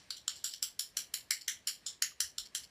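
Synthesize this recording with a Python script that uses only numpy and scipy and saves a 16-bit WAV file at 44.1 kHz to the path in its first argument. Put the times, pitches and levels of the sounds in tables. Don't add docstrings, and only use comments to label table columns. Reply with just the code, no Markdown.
import sys
import numpy as np
from scipy import signal
from scipy.fft import rfft, irfft, next_fast_len
from scipy.io import wavfile
from scipy.ndimage import map_coordinates

SR = 44100
rng = np.random.default_rng(int(sys.argv[2]) if len(sys.argv) > 2 else 0)


def output_pcm(signal):
    pcm = np.clip(np.atleast_2d(signal).T, -1, 1) * 32767
    wavfile.write(sys.argv[1], SR, np.round(pcm).astype(np.int16))


def linear_from_db(decibels):
    return 10 ** (np.asarray(decibels, float) / 20)


N = 119070

# (time [s], peak [dB], cap pitch [Hz], cap over wall [dB], edge over wall [dB])
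SLAPS = [(0.1057, -23, 1580, -4.5, -3.5), (0.2797, -14.5, 1380, -6, -10), (0.443, -17.5, 1520, -9, 0),
         (0.627, -13.5, 1470, -12, 2), (0.7943, -15, 1680, -15, 4.5), (0.9702, -14.5, 1690, -14, 1.5),
         (1.1406, -13.5, 1620, -53, 4.5), (1.3086, -12.5, 2190, -2, 1), (1.481, -15.5, 1990, -1.5, -1.5),
         (1.673, -15.5, 1700, -18.5, 0.5), (1.8643, -22.5, 1530, -16, -9), (2.0228, -12, 1900, -4, 0),
         (2.2048, -11.5, 1875, -8, -1.5), (2.3831, -17.5, 1440, -11, -5.5), (2.5497, -18, 1940, -11.5, -4)]
# (time [s], room wash [dB], wall pitch [Hz], lower wall pitch [Hz], lower over wall [dB])
GRIPS = [(0.1052, -26.5, 5200, 4260, 8), (0.2793, -22.5, 5300, 4680, -5.5), (0.4439, -18, 7900, 3730, -0.5),
         (0.626, -18.5, 7800, 4770, -5.5), (0.7936, -18, 5185, 4360, -47), (0.9687, -17.5, 6010, 4100, -48),
         (1.1398, -18, 5333, 4170, -37), (1.3074, -17.5, 7800, 2850, -9), (1.48, -16, 6160, 3113, 2),
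         (1.6726, -15, 5200, 3960, -32), (1.8647, -22, 5240, 3430, -2), (2.0223, -17, 6500, 2670, -3.5),
         (2.2034, -15.5, 6050, 3570, -45), (2.3825, -23, 5190, 4600, -43), (2.5491, -19, 6130, 3350, -7.5)]
# (time [s], peak [dB], wall pitch [Hz], wash over peak [dB], length of the patter [s])
BACKS = [
    (0.168, -37.5, 4140, 0, 0.014),
    (0.298, -38, 3080, 9, 0.021),
    (.358, -40, 4260, 5.5, .03),
    (0.388, -53.5, 3870, 9, 0.044),
    (0.509, -49.5, 4860, 16.5, .03),
    (0.537, -27.5, 3180, -5.5, 0.0034),
    (1.413, -35, 4300, -6, 0.0086),
    (2.457, -39, 4400, -21, 0.017),
    (2.636, -40, 4470, -27, 0.017),
]
# (pitch [Hz], level [dB])
WALL = [(3100, -6), (4250, -4.5), (5590, 0), (6300, -23.5), (7220, -1)]
CLUSTER_S = 0.004
BEFORE_S, BEFORE_DB = 0.052, -31
TICK_S, TICK_DB, TICK_HZ, TICK_T60 = 2.118, -48, 1200, 0.042
HOLE_HZ, HOLE_WIDE_HZ, HOLE_DB = 2575, 248, -7
LOW_CUT_HZ = 1329


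def shaken_tube():
    strokes = []
    for (s, db, cap_hz, cap_db, edge_db), (_, wash_db, wall_hz, low_hz, low_db) in zip(SLAPS, GRIPS):
        wall = WALL + [(wall_hz, 0), (low_hz, low_db)]
        strokes.append((s, db, wall, cap_hz, cap_db, edge_db, wash_db - db, CLUSTER_S))
    for s, db, wall_hz, wash_db, patter_s in BACKS:
        strokes.append((s, db, WALL + [(wall_hz, 4)], 1500, -25, -7, wash_db, patter_s))
    strokes.append((-BEFORE_S, BEFORE_DB, WALL, 1500, -12, -12, 0, CLUSTER_S))

    margin = SR // 2
    out = np.zeros(N + 2 * SR)
    for s, db, *how in strokes:
        x = linear_from_db(db) * slap(*how)
        out[round((s - .0098) * SR) + margin:][:len(x)] += x
    tick = ring([(TICK_HZ, TICK_DB)], TICK_T60, np.arange(SR // 20) / SR)
    out[round(TICK_S * SR) + margin:][:len(tick)] += tick

    def radiation(hz):
        hole = linear_from_db(HOLE_DB * np.exp(-((hz - HOLE_HZ) / HOLE_WIDE_HZ) ** 2))
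        return hole / (1 + (LOW_CUT_HZ / (hz + 1)) ** 6)
    return filtered(out, radiation)[margin:][:N]


LEAD_S, LEAD_DB = 0.009, -28
ROOM_DB = 3.5


def slap(wall, cap_hz, cap_db, edge_db, wash_db, cluster_s):
    t = np.arange(SR // 2) / SR
    body = struck_body(wall, cap_hz, cap_db, edge_db)
    slide = linear_from_db(LEAD_DB) * np.exp(np.minimum(t - .01, 0) / LEAD_S) * rng.standard_normal(len(t))
    slide = slide * (t < .01) * (t > .0065)
    near = signal.fftconvolve(contacts(cluster_s, len(t)) + slide, body)
    far = signal.fftconvolve(room_wash(), body / np.abs(body).max())
    return near / np.abs(near).max() + linear_from_db(wash_db + ROOM_DB) * far


CLUSTER_LOSS_DB = 10
FIRST_DB, SHY_DB = 4, -5
SPRAY_S, SPRAY_DB, SPRAY_T60 = 0.082, -19.5, 0.17
CLUMP_DB = 7.5


def contacts(cluster_s, length):
    cluster = rng.random((3, 8))
    cluster[:, 0] = 0
    place, softness, side = cluster
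    cluster_db = -CLUSTER_LOSS_DB * (place + .5 * softness)
    cluster_db[0] += FIRST_DB if cluster_s == CLUSTER_S else SHY_DB

    drop_place, drop_luck, drop_side = rng.random((3, 120))
    drop_db = SPRAY_DB - 60 * drop_place * SPRAY_S / SPRAY_T60 - 3 * np.log(drop_luck + 0.16)
    drop_db = drop_db + CLUMP_DB * np.sin(drop_place * 30 + 6 * softness[1])

    at = np.concatenate([place * cluster_s, drop_place * SPRAY_S]) + .01
    sign = np.sign(np.concatenate([side, drop_side]) - .5)
    level = linear_from_db(np.concatenate([cluster_db, drop_db]))
    return np.bincount(np.round(at * SR).astype(int), level * sign, length)


# (pitch [Hz], level [dB])
EDGE = [(8800, -39.5), (10100, -14), (12500, -63), (13800, -30)]
WALL_T60, CAP_T60, EDGE_T60 = 0.0039, 0.0049, 0.0022
CAP_DB, EDGE_DB = -2, 13
SOFT_S = 0.000067
CRACK_HZ, CRACK_T60, CRACK_DB = 13500, .0004, 5.5


def struck_body(wall, cap_hz, cap_db, edge_db):
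    t = np.arange(SR // 40) / SR
    body = ring(wall, WALL_T60, t)
    body = body + ring([(cap_hz, cap_db + CAP_DB)], CAP_T60, t)
    body = body + linear_from_db(edge_db + EDGE_DB) * ring(EDGE, EDGE_T60, t)
    crack = linear_from_db(CRACK_DB + edge_db - 60 * t / CRACK_T60) * np.sin(2 * np.pi * CRACK_HZ * t)
    return body * (1 - np.exp(-t / SOFT_S)) + crack


def ring(modes, t60, t):
    hz, db = np.transpose(modes)[:, :, None]
    luck_db = 1.5 * rng.standard_normal(hz.shape)
    detune = .01 * rng.standard_normal(hz.shape)
    rank = np.argsort(np.argsort(hz, axis=0), axis=0)
    decay = linear_from_db(db + luck_db - 60 * t / t60)
    return np.sum((-1) ** rank * decay * np.sin(2 * np.pi * hz * (1 + detune) * t), axis=0)


# (frequency [Hz], t60 [s])
ROOM = [(1000, 0.17), (2600, .25), (7000, 0.2), (14000, 0.2)]
WASH_RISE_S = .005
GRAIN_DB = 1.5


def room_wash():
    hz, frame_s, z = signal.stft(rng.standard_normal(SR // 2), SR, nperseg=256)
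    decay = linear_from_db(-60 * frame_s / along(ROOM, hz)[:, None])
    tail = signal.istft(z * decay, SR, nperseg=256)[1][:SR // 2]
    t = np.arange(len(tail)) / SR
    tail = tail * np.clip((t - .01) / WASH_RISE_S, 0, 1)
    tail = tail * linear_from_db(GRAIN_DB * map_coordinates(rng.standard_normal(260), [t * 500]))
    return tail / np.linalg.norm(tail)


# (frequency [Hz], density [dB per Hz])
FLOOR = [(15, -29), (25, 4.5), (1410, -11.5), (1700, -6), (2050, -7), (3690, -12.5), (4000, -9),
         (12000, -24), (14800, -32.5)]
# (time [s], level [dB])
RUMBLE = [
    (2.25, -64),
    (2.42, -60),
    (2.63, -70),
]
FLOOR_DB, PATCHY_DB = -67, 1.5
RUMBLE_HZ, RUMBLE_S = 80, 0.028
DUCK_DB, DUCK_S, DUCK_HZ = 5, .12, 1440


def ventilation_floor():
    t = np.arange(N) / SR
    air = filtered(rng.standard_normal(N), lambda hz: linear_from_db(along(FLOOR, hz)) / (1 + (45 / (hz + 1)) ** 4))
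    air = air * linear_from_db(PATCHY_DB * map_coordinates(rng.standard_normal(40), [t * 9]))
    hiss = filtered(air, lambda hz: 1 / (1 + (DUCK_HZ / (hz + 1)) ** 4))
    duck = sum(np.exp(-((t - row[0] - DUCK_S) / 0.033) ** 2) for row in SLAPS)
    air = air + hiss * (linear_from_db(-DUCK_DB * duck) - 1)
    drift_db = 0.4 * map_coordinates(rng.standard_normal(20), [t * 5])

    low = filtered(rng.standard_normal(N), lambda hz: np.exp(-((hz - RUMBLE_HZ) / 30) ** 2))
    bumps = sum(linear_from_db(db) * np.exp(-((t - s) / RUMBLE_S) ** 2) for s, db in RUMBLE)
    return linear_from_db(FLOOR_DB + drift_db) * air / air.std() + bumps * low / low.std()


def along(points, hz):
    f, v = np.transpose(points)
    return np.interp(np.log(hz + 1), np.log(f + 1), v)


def filtered(x, response):
    m = next_fast_len(len(x) + 8192)
    return irfft(rfft(x, m) * response(np.fft.rfftfreq(m, 1 / SR)), m)[:len(x)]


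def scene():
    return (shaken_tube() + ventilation_floor())[None]


def low_pass(x):
    return signal.sosfilt(signal.butter(12, 16130, fs=SR, output="sos"), x)


NOTCH_HZ, NOTCH_WIDE_HZ, NOTCH_DB = 11550, 300, -5
TOP_HZ = 14880


def record(dry):
    def port(hz):
        notch = linear_from_db(NOTCH_DB * np.exp(-((hz - NOTCH_HZ) / NOTCH_WIDE_HZ) ** 2))
        over_hz = np.maximum(hz - TOP_HZ, 0)
        return notch * linear_from_db(-np.minimum(over_hz / 12, 28) - over_hz / 80)
    mix = filtered(dry[0], port)[None]
    return low_pass(mix)


dry = scene()
out = record(dry)
output_pcm(out)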